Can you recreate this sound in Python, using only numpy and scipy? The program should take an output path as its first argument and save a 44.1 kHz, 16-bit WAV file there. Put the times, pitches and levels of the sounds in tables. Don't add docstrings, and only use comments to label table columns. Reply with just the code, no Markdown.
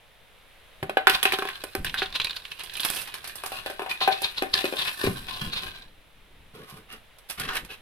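import sys
import numpy as np
from scipy import signal
from scipy.fft import rfft, irfft
from scipy.io import wavfile
from scipy.ndimage import map_coordinates

SR = 44100
rng = np.random.default_rng(int(sys.argv[2]) if len(sys.argv) > 2 else 0)


def generate_wav(sig):
    pcm = np.round(np.clip(np.atleast_2d(sig).T, -1, 1) * 32767).astype(np.int16)
    wavfile.write(sys.argv[1], SR, pcm)


N = 344421
T = np.arange(N) / SR
AGE = np.arange(SR // 4) / SR


def from_db(db):
    return 10 ** (np.asarray(db) / 20)


def rms_one(x):
    return x / np.sqrt(np.mean(x ** 2) + 1e-20)


def attack_one(x):
    return x / np.sqrt(np.mean(x[:, :SR // 50] ** 2) + 1e-20)


def dying(t60, age=AGE):
    return from_db(-60 * age / t60)


def in_time(rows, outside=None):
    times, *columns = np.transpose(rows)
    return [np.interp(T, times, column, outside, outside) for column in columns]


def strokes(rows, attack_s, t60):
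    return sum(from_db(db) * np.clip((T - s) / attack_s, 0, 1)
               * dying(t60, np.clip(T - s - length, 0, 2 * t60)) for s, length, db in rows)


def add(out, start_s, sound):
    i = max(int(start_s * SR), 0)
    out[:, i:i + sound.shape[1]] += sound[:, :N - i]


def convolve(x, response):
    return signal.fftconvolve(x, response, axes=1)[:, :x.shape[1]]


def band(x, low_hz, high_hz):
    return signal.sosfilt(signal.butter(3, [low_hz, high_hz], "band", fs=SR, output="sos"), x + 1e-18)


def colour(x, spectrum, size=2048):
    hz, db = np.transpose(spectrum)
    curve_db = np.interp(np.log(np.arange(size // 2 + 1) * SR / size + 1), np.log(hz), db)
    cepstrum = irfft(np.log(from_db(curve_db)))
    cepstrum[1:size // 2] *= 2
    cepstrum[size // 2 + 1:] = 0
    return convolve(x, irfft(np.exp(rfft(cepstrum)))[None])


def resonance(x, hz, width_hz):
    radius = np.exp(-np.pi * width_hz / SR)
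    feedback = [1, -2 * radius * np.cos(2 * np.pi * hz / SR), radius * radius]
    return rms_one(signal.lfilter([1, 0, -1], feedback, x + 1e-18))


def note(hz, t60):
    struck = np.sin(2 * np.pi * hz * AGE) * dying(t60)
    return attack_one(np.ones((2, 1)) * band(struck, hz / 2, 2 * hz))


def pair(size, apart):
    return (rng.standard_normal(size) + apart * rng.standard_normal((2, size))) / np.hypot(1, apart)


def drift(rate_hz):
    knots = rng.standard_normal(4000)
    return np.interp(T * rate_hz, np.arange(len(knots)), knots)


def grains(size, per_s, spread_db, apart):
    sizes = from_db(spread_db * np.minimum(rng.exponential(1, size), 4))
    return rms_one(pair(size, apart) * sizes * (rng.random(size) < per_s / SR))


# frequency_hz, level_db
HUSH_SPECTRUM = [(30, 5.5), (100, -6), (270, -19), (500, -6.5), (1200, -11), (2200, -9), (3700, -10.5),
                 (4500, -19.5), (7000, -25.5), (11000, -17.5), (16000, -29.5)]
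# time_s, level_db
HUSH_LEVELS = [(0, -56.5), (0.8, -53), (6.1, -57), (7.8, -54.5)]
def yard_hush():
    return from_db(in_time(HUSH_LEVELS)[0]) * rms_one(colour(pair(N, apart=1.0), HUSH_SPECTRUM))


# frequency_hz, level_db
PORT_SPECTRUM = [(20, 6.5), (45, -4), (90, -6), (170, -8), (260, -12.5), (500, -17.5), (1500, -81)]
# start_s, length_s, level_db
GUSTS = [(1.76, 0.039, -39), (5.04, 0.076, -37.5), (5.4, 0.29, -48.5), (7.37, 0.16, -46.5)]
def port_rumble(calm_db=-64, calm_lumps_db=-6, gust_lumps_db=6):
    calm = from_db(calm_db + calm_lumps_db * drift(rate_hz=3.6))
    gusts = strokes(GUSTS, attack_s=0.019, t60=0.96) * from_db(gust_lumps_db * drift(rate_hz=25))
    return (calm + gusts) * rms_one(colour(pair(N, apart=0.13), PORT_SPECTRUM))


# time_s, echo_db
ECHO_SHARE = [(0.8, -13.5), (2.2, -11.5), (3.5, -5.5), (7.8, -14)]
def yard_echo(action, t60=0.23):
    age = np.arange(SR // 2) / SR
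    onset = np.clip((age - .004) / 0.0035, 0, 1)
    scatter = grains(len(age), per_s=2500, spread_db=3.0, apart=1.58) * onset
    tail = (band(scatter, 212, 3580) + band(scatter, 6500, 13800)) * dying(t60, age)
    sent = action * from_db(in_time(ECHO_SHARE)[0])
    return convolve(sent, tail / np.sqrt(np.sum(tail ** 2) / 2))


# start_s, level_db
THUDS = [(0.825, -34), (5.039, -35), (5.078, -31.5), (5.416, -34), (6.537, -54), (6.723, -47), (7.401, -45)]
def thuds(push_hz=150, push_t60=0.026, tail_db=-3, tail_t60=0.3):
    out = np.zeros((2, N))
    for s, db in THUDS:
        tail = attack_one(band(pair(len(AGE), apart=0.09) * dying(tail_t60), 95, 240))
        add(out, s, from_db(db) * attack_one(note(push_hz, push_t60) + from_db(tail_db) * tail))
    return out


# frequency_hz, level_db
GRIT_SPECTRUM = [(3000, -5), (5000, 0.5), (6800, -8.5), (8500, 0.5), (11000, 3.5), (13000, 0),
                 (15000, -6.5), (16500, -33.5)]
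# start_s, level_db
SAND_SNAPS = [(1.751, -32), (2.245, -37), (2.364, -45.5), (2.902, -28), (3.463, -34.5), (7.569, -36.5)]
def sand_snaps(t60=0.014):
    out = np.zeros((2, N))
    for s, db in SAND_SNAPS:
        burst = pair(len(AGE), apart=0.83) * dying(t60)
        add(out, s, from_db(db) * attack_one(colour(burst, GRIT_SPECTRUM)))
    return out


# frequency_hz, level_db
SCUFF_SPECTRUM = [(90, -13), (160, -30), (280, -10), (420, -0.5), (680, -1.5), (900, 6.5), (1700, 3.5),
                  (2700, 5.5), (4000, 5), (6000, -4.5), (12000, -20.5)]
# start_s, scuff_db, grit_db
CLAWS = [(2.362, -62, -58), (2.594, -47, -44), (2.636, -57, -39), (2.738, -60, -41.5), (2.769, -47, -37.5),
         (2.804, -61, -32), (2.849, -32.5, -24.5), (2.899, -62, -41), (2.948, -60, -35),
         (3.075, -41.5, -45), (3.141, -38, -37), (3.243, -44, -41), (3.275, -62, -36.5),
         (3.356, -72, -36.5), (3.46, -44, -36), (6.698, -71, -48), (6.926, -72, -45), (7.186, -67, -52),
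         (7.298, -54, -35), (7.398, -51, -31), (7.57, -34, -47), (7.649, -51, -47)]
def claws(scuff_t60=0.11, grit_t60=0.07):
    out = np.zeros((2, N))
    for s, scuff_db, grit_db in CLAWS:
        slide = grains(len(AGE), per_s=27000, spread_db=-0.5, apart=1.6) * (1 + 0.5 * dying(t60=.01))
        scuff = attack_one(colour(slide * dying(scuff_t60), SCUFF_SPECTRUM))
        grit = attack_one(colour(slide * dying(grit_t60), GRIT_SPECTRUM))
        add(out, s, from_db(scuff_db) * scuff + from_db(grit_db) * grit)
    return out


# start_s, length_s, scuff_db, grit_db, rasp_hz
RAKES = [(2.818, 0.2, -50, -35.5, 2510), (6.532, 0.12, -52, -57, 1230), (6.669, 0.12, -51.5, -53, 1100),
         (6.886, 0.068, -47, -56, 1390), (7.286, 0.032, -39.5, -32.5, 2700),
         (7.371, 0.082, -34, -43.5, 1920), (7.471, 0.048, -32.5, -50, 1470), (7.525, 0.037, -32, -36, 1990),
         (7.683, 0.049, -40.5, -48, 2400)]
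PAW_ATTACK_S, PAW_T60_S = 0.022, 0.13
def scrabbling(jerk_db=3, ring_db=-8, peak_db=-6):
    sand = grains(N, per_s=6000, spread_db=1.5, apart=.8)
    rake = rms_one(sand * from_db(jerk_db * drift(rate_hz=110)))
    rasp = rms_one(colour(rake + from_db(ring_db) * turning_ring(rake, RAKES), SCUFF_SPECTRUM))
    grit = rms_one(colour(rake, GRIT_SPECTRUM))
    out = np.zeros((2, N))
    for s, length, scuff_db, grit_db, hz in RAKES:
        scuff = rms_one(rasp + from_db(peak_db) * resonance(rasp, hz, width_hz=640))
        stroke = strokes([(s, length, 0)], PAW_ATTACK_S, PAW_T60_S)
        out += stroke * (from_db(scuff_db) * scuff + from_db(grit_db) * grit)
    return out


# start_s, length_s, level_db
RUBS = [(6.535, 0.11, -49), (6.71, 0.096, -54), (6.91, 0.042, -53), (7.385, 0.186, -50),
        (7.695, 0.025, -46.5)]
def tub_rubbing(hum_hz=430, width_hz=110, rumble_db=-2):
    rub = pair(N, apart=0.16)
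    hum = resonance(resonance(rub, hum_hz, width_hz), hum_hz, width_hz)
    rumble = rms_one(band(rub, 80, 335))
    return strokes(RUBS, PAW_ATTACK_S, PAW_T60_S) * rms_one(hum + from_db(rumble_db) * rumble)


# pitch_hz, level_db, t60_s
WALL_MODES = [(1047, -4.5, 0.1), (1133, -1, 0.04), (1294, -0.5, 0.012), (1517, 4, 0.057), (1713, 5, 0.03),
              (1726, -2, 0.062), (2502, 8.5, 0.032), (2906, 6, 0.034), (3400, 3.5, 0.037), (3940, 1, 0.042)]
def tub_ring(vary_db, detune, apart):
    out = np.zeros((2, len(AGE)))
    for hz, db, t60 in WALL_MODES:
        strength, bend, *mic_offsets = rng.standard_normal(4)
        phase = apart * hz / 2000 * np.array(mic_offsets)[:, None] + np.pi * rng.integers(2)
        mode = np.sin(2 * np.pi * hz * (1 + detune * bend) * AGE + phase)
        out += from_db(db + vary_db * strength) * dying(t60) * mode
    return out


# pitch_hz, t60_s
AIR_NOTES = [(389, 0.089), (765, 0.14)]
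def turning_ring(force, rows, turn_s=.09, hollow_db=-4):
    out = np.zeros((2, N))
    hollow = from_db(hollow_db) * sum(note(hz, t60) for hz, t60 in AIR_NOTES)
    for s in np.arange(rows[0][0], rows[-1][0], turn_s):
        stretch = force[:, int(s * SR):int((s + turn_s) * SR)]
        ring = rms_one(tub_ring(vary_db=5.0, detune=0.031, apart=0.74) + hollow)
        add(out, s, signal.fftconvolve(stretch, ring, axes=1))
    return out / np.sqrt(np.mean(out[out != 0] ** 2))


# frequency_hz, level_db
SHELL_SPECTRUM = [(150, -7.5), (280, -16.5), (400, -8), (750, -10), (1050, 1), (1300, -7.5), (1650, 0.5),
                  (2100, -4.5), (2550, 1.5), (3000, -1.5), (4000, 2), (4900, -4), (6500, -15), (12000, -20)]
# time_s, shell_db, grit_db (before grit_boost_db)
ROLL = [(1.072, -52, -60), (1.27, -35, -50), (1.61, -47.5, -56.5), (1.82, -58, -55), (2.08, -49.5, -62),
        (2.45, -52.5, -57), (2.78, -47.5, -58.5), (2.87, -40.5, -80), (3.24, -52, -57), (3.89, -52.5, -60),
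        (4.2, -42.5, -51.5), (4.46, -55, -55.5), (4.76, -39.5, -41.5), (5.11, -50, -43.5),
        (5.551, -47, -68), (5.789, -48, -59), (5.9, -67.5, -89.5)]
# start_s, length_s, level_db
SLIDES = [(1.09, 0.072, -29.5), (3.24, 0.063, -42.5), (3.52, 0.069, -37.5), (3.66, 0.024, -40.5),
          (3.89, 0.032, -31), (4.55, 0.067, -28), (4.65, 0.0075, -27.5), (4.78, 0.1, -36.5),
          (4.99, 0.085, -31.5), (5.155, 0.027, -35), (5.28, 0.12, -38.5), (5.41, 0.072, -35.5),
          (5.53, 0.089, -47), (5.62, 0.059, -37.5)]
def tub_rolling(ring_db=-7, bump_db=3, grit_boost_db=2, slide_grit_db=-7.5):
    shell_db, grit_db = in_time(ROLL, outside=-120)
    slide = strokes(SLIDES, attack_s=0.0056, t60=0.1)
    bumps = from_db(bump_db * drift(rate_hz=130))
    rub = rms_one(grains(N, per_s=5000, spread_db=6.5, apart=1.4) * bumps)
    shell = rms_one(colour(rub + from_db(ring_db) * turning_ring(rub, ROLL), SHELL_SPECTRUM))
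    grit = rms_one(colour(grains(N, per_s=12000, spread_db=2.5, apart=1.6) * bumps, GRIT_SPECTRUM))
    shell_gain = np.hypot(from_db(shell_db), slide)
    grit_gain = np.hypot(from_db(grit_db + grit_boost_db), from_db(slide_grit_db) * slide)
    return shell_gain * shell + grit_gain * grit


# time_s, pitch_hz
RIM_PITCH = [(1.9, 3500), (2.25, 4150), (2.7, 3210), (4.1, 3790)]
def rim_hz(time_s):
    return np.interp(time_s, *np.transpose(RIM_PITCH))


def chance_catches(per_s=28, above_roll_db=-0.5, vary_db=3, spread_octaves=0.1):
    roll_s, shell_db, _ = np.transpose(ROLL)
    times = roll_s[0] + np.cumsum(rng.uniform(0, 2, 300)) / per_s
    sizes, bends = rng.standard_normal((2, 300))
    levels = np.interp(times, roll_s, shell_db) + above_roll_db + vary_db * sizes
    pitches = rim_hz(times) * 2 ** (spread_octaves * (bends - .5))
    return [(s, db, hz) for s, db, hz in zip(times, levels, pitches) if s < roll_s[-1]]


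# start_s, level_db, tone_hz
RIM_CATCHES = [(1.895, -35.5, 2900), (2.058, -36.5, 3400), (2.125, -40.5, 3900), (2.199, -25, 2510),
               (2.2149, -29.5, 3430), (2.246, -26, 3900), (2.2689, -32.5, 2540), (2.295, -34.5, 3450),
               (2.307, -32.5, 3930), (2.329, -41, 2960), (2.66, -45.5, 3250), (2.696, -41, 3400),
               (2.753, -36.5, 3280), (2.773, -37.5, 2620), (2.796, -30, 3430), (2.808, -38, 3420),
               (2.832, -31.5, 3700), (7.573, -35, 2000)]
def rim_ticks(attack_s=0.00064, snap_t60=0.038, peak_db=2, grit_db=-19,
              rim_db=-2, rim_t60=0.03, rim_delay_s=0.0017):
    out, age = np.zeros((2, N)), AGE[:SR // 20]
    rim_decay = (age > rim_delay_s) * dying(rim_t60, age)
    for s, db, hz in RIM_CATCHES + chance_catches():
        force = pair(len(age), apart=0.65) * np.minimum(age / attack_s, 1) * dying(snap_t60, age)
        snap = rms_one(colour(force, SHELL_SPECTRUM))
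        peak = from_db(peak_db) * resonance(snap, hz, width_hz=520)
        phase = 2 * np.pi * rng.normal(rim_hz(s), 170) * age + rng.normal(0, 0.54, (2, 1))
        rim = from_db(rim_db) * rms_one(rim_decay * np.sin(phase))
        grit = from_db(grit_db) * rms_one(colour(force, GRIT_SPECTRUM))
        add(out, s, from_db(db) * attack_one(snap + peak + rim + grit))
    return out


# middle_s, level_db, swell_s, rasp_hz
SKIDS = [(1.149, -20.5, 0.0047, 3800), (1.34, -23, 0.0071, 3260), (1.869, -26.5, 0.011, 2780),
         (1.984, -26.5, 0.0073, 3650), (1.994, -24, 0.015, 3600), (2.029, -26, 0.01, 3560),
         (2.158, -21, 0.0081, 3520), (2.368, -29.5, 0.0052, 4400), (2.454, -35, 0.0037, 2840),
         (2.519, -32, 0.0038, 2780), (2.608, -32, 0.011, 2840), (4.025, -18, 0.024, 3770),
         (4.126, -22.5, 0.0078, 3830), (4.246, -18.5, 0.0077, 3760), (4.382, -23, 0.0072, 3940),
         (4.541, -14, 0.0028, 4870), (4.578, -24.5, 0.0027, 3600), (4.794, -22.5, 0.0091, 3500),
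         (4.822, -23, 0.008, 3700), (4.881, -23.5, 0.0096, 2250), (5.338, -31.5, 0.011, 3520),
         (5.536, -25, 0.0085, 4060), (5.574, -23.5, 0.017, 3450)]
def rim_skids(squeak_db=2, ring_db=-10, grit_db=-12, tail_db=-17, tail_t60=.12,
              lead_s=.02, burst_s=.009):
    out = np.zeros((2, N))
    from_middle_s = np.abs(AGE - lead_s)
    tail = from_db(tail_db) * (AGE > lead_s) * dying(tail_t60, from_middle_s)
    for s, db, swell_s, hz in SKIDS:
        grip = np.exp(-from_middle_s / swell_s)
        slips = grains(len(AGE), per_s=21000, spread_db=0.5, apart=1.0) * (grip + tail)
        rasp = rms_one(colour(slips, SHELL_SPECTRUM))
        squeak = from_db(squeak_db) * resonance(rasp, hz, width_hz=1200)
        wall = convolve(slips, tub_ring(vary_db=-12.5, detune=0.008, apart=0.14))
        ring = from_db(ring_db) * rms_one(colour(wall, SHELL_SPECTRUM))
        grit = from_db(grit_db) * rms_one(colour(slips, GRIT_SPECTRUM))
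        gain = from_db(db) * np.sqrt(burst_s / AGE[-1])
        add(out, s - lead_s, gain * rms_one(rasp + squeak + ring + grit))
    return out


def chatter(count, gap_s, loss_db):
    force = np.zeros(len(AGE))
    force[0] = 1
    later_s = np.cumsum(rng.uniform(.3, 1.7, count)) * gap_s
    strengths = from_db(loss_db) * rng.standard_normal(count) * np.exp(-np.arange(count) / 2)
    force[np.minimum(later_s * SR, len(AGE) - 1).astype(int)] += strengths
    return force


# start_s, dent_db, dent_hz, low_note_db, high_note_db, grit_db
KNOCKS = [(0.828, -34, 580, -32.5, -38, -42.5), (0.895, -32, 656, -36, -44, -42.5),
          (0.970, -20, 632, -45, -23.5, -40), (1.0702, -15, 1480, -27, -22, -24.5),
          (1.097, -27, 2910, -30.5, -43.5, -24.5), (1.229, -26, 3360, -56, -44, -23),
          (1.2535, -22.5, 2480, -29.5, -28, -29), (1.322, -32, 2330, -41, -58, -31.5),
          (1.333, -33, 1290, -31, -32.5, -39), (1.387, -38, 1490, -32.5, -37, -36.5),
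          (1.422, -35, 1160, -34.5, -36.5, -44), (1.452, -38.5, 1080, -36.5, -42, -46),
          (1.488, -37.5, 1750, -51, -50, -42), (1.638, -38, 570, -43.5, -50, -35.5),
          (1.751, -32, 550, -31, -37.5, -38), (1.846, -36, 1700, -49, -49, -32),
          (1.942, -34, 1760, -64, -46, -38), (2.019, -32, 1640, -32.5, -34, -56),
          (3.437, -39, 1030, -47, -41, -40), (3.519, -41.5, 647, -54, -41.5, -40),
          (3.661, -35, 530, -50, -40.5, -41), (3.699, -39, 640, -42, -49, -40.5),
          (3.794, -38, 920, -37.5, -43, -44.5), (3.819, -41, 1020, -38, -46, -46),
          (3.862, -40.5, 940, -47, -40, -51), (4.012, -32.5, 1140, -42, -32, -44),
          (4.076, -24.5, 677, -27, -19, -33), (4.218, -43, 637, -42.5, -40, -32),
          (4.422, -28.5, 520, -30.5, -32.5, -34), (4.642, -30.5, 494, -29, -41, -37),
          (4.725, -35, 513, -38.5, -45, -47), (5.039, -32, 330, -25.5, -45, -40),
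          (5.072, -30.5, 314, -26, -40, -37)]
def tub_knocks(dent_t60=0.0099, wall_db=2, peak_db=-5, crack_db=12.5, crack_t60=0.058,
               buzz_db=-3, buzz_t60=0.4, cutoff_ratio=2.86, grit_t60=0.046):
    out = np.zeros((2, N))
    crack_decay = from_db(crack_db) * dying(crack_t60) + from_db(buzz_db) * dying(buzz_t60)
    for s, dent_db, dent_hz, *notes_db, grit_db in KNOCKS:
        touches = chatter(count=4, gap_s=0.0074, loss_db=-12.0)[None]
        crack = pair(len(AGE), apart=0.64) * crack_decay
        dent = convolve(note(dent_hz, dent_t60), touches)
        ring = convolve(tub_ring(vary_db=3.0, detune=0.018, apart=0.69) + crack, touches)
        peak = attack_one(resonance(ring, dent_hz, width_hz=250))
        lowpass = signal.butter(1, cutoff_ratio * dent_hz, fs=SR)
        wall = signal.lfilter(*lowpass, attack_one(band(ring, 800, 4300)))
        plastic = dent + from_db(wall_db) * wall + from_db(peak_db) * peak
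        hollow = sum(from_db(db) * note(hz, t60) for db, (hz, t60) in zip(notes_db, AIR_NOTES))
        sand = grains(len(AGE), per_s=21000, spread_db=7.0, apart=3.4) * dying(grit_t60)
        grit = attack_one(colour(sand, GRIT_SPECTRUM))
        add(out, s, from_db(dent_db) * plastic + hollow + from_db(grit_db) * grit)
    return out


# time_s, left_minus_right_db, left_lag_samples
BEARING = [(0.8, 0, 7.5), (1.3, -1, 4), (2.2, -1, 0), (2.8, -3.5, 1.5), (3.6, 2, -6), (4.7, 3, -10),
           (5.5, 0.5, -8.5), (7.5, -2, -3.5)]
def at_microphones(x):
    pan_db, lag = in_time(BEARING)
    left = map_coordinates(x[0], [np.arange(N) - lag], order=3, mode="nearest")
    return np.array([left * from_db(pan_db / 2), x[1] * from_db(-pan_db / 2)])


def scene():
    action = tub_knocks() + rim_skids() + rim_ticks() + tub_rolling()
    action = action + claws() + sand_snaps() + scrabbling() + tub_rubbing() + thuds()
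    return at_microphones(action + yard_echo(action)) + port_rumble() + yard_hush()


def record(dry, muffle_hz=4700, leak_db=-27, hiss_db=-74, cutoff_hz=16200):
    dull = signal.sosfilt(signal.butter(4, muffle_hz, fs=SR, output="sos"), dry[0])
    left = np.roll(dull, -4) + from_db(leak_db) * dry[0]
    heard = np.array([left, dry[1]]) + from_db(hiss_db) * rng.standard_normal((2, N))
    top_cut = signal.ellip(10, .1, 90, cutoff_hz, fs=SR, output="sos")
    return signal.sosfilt(top_cut, np.tanh(heard))


dry = scene()
out = record(dry)
generate_wav(out)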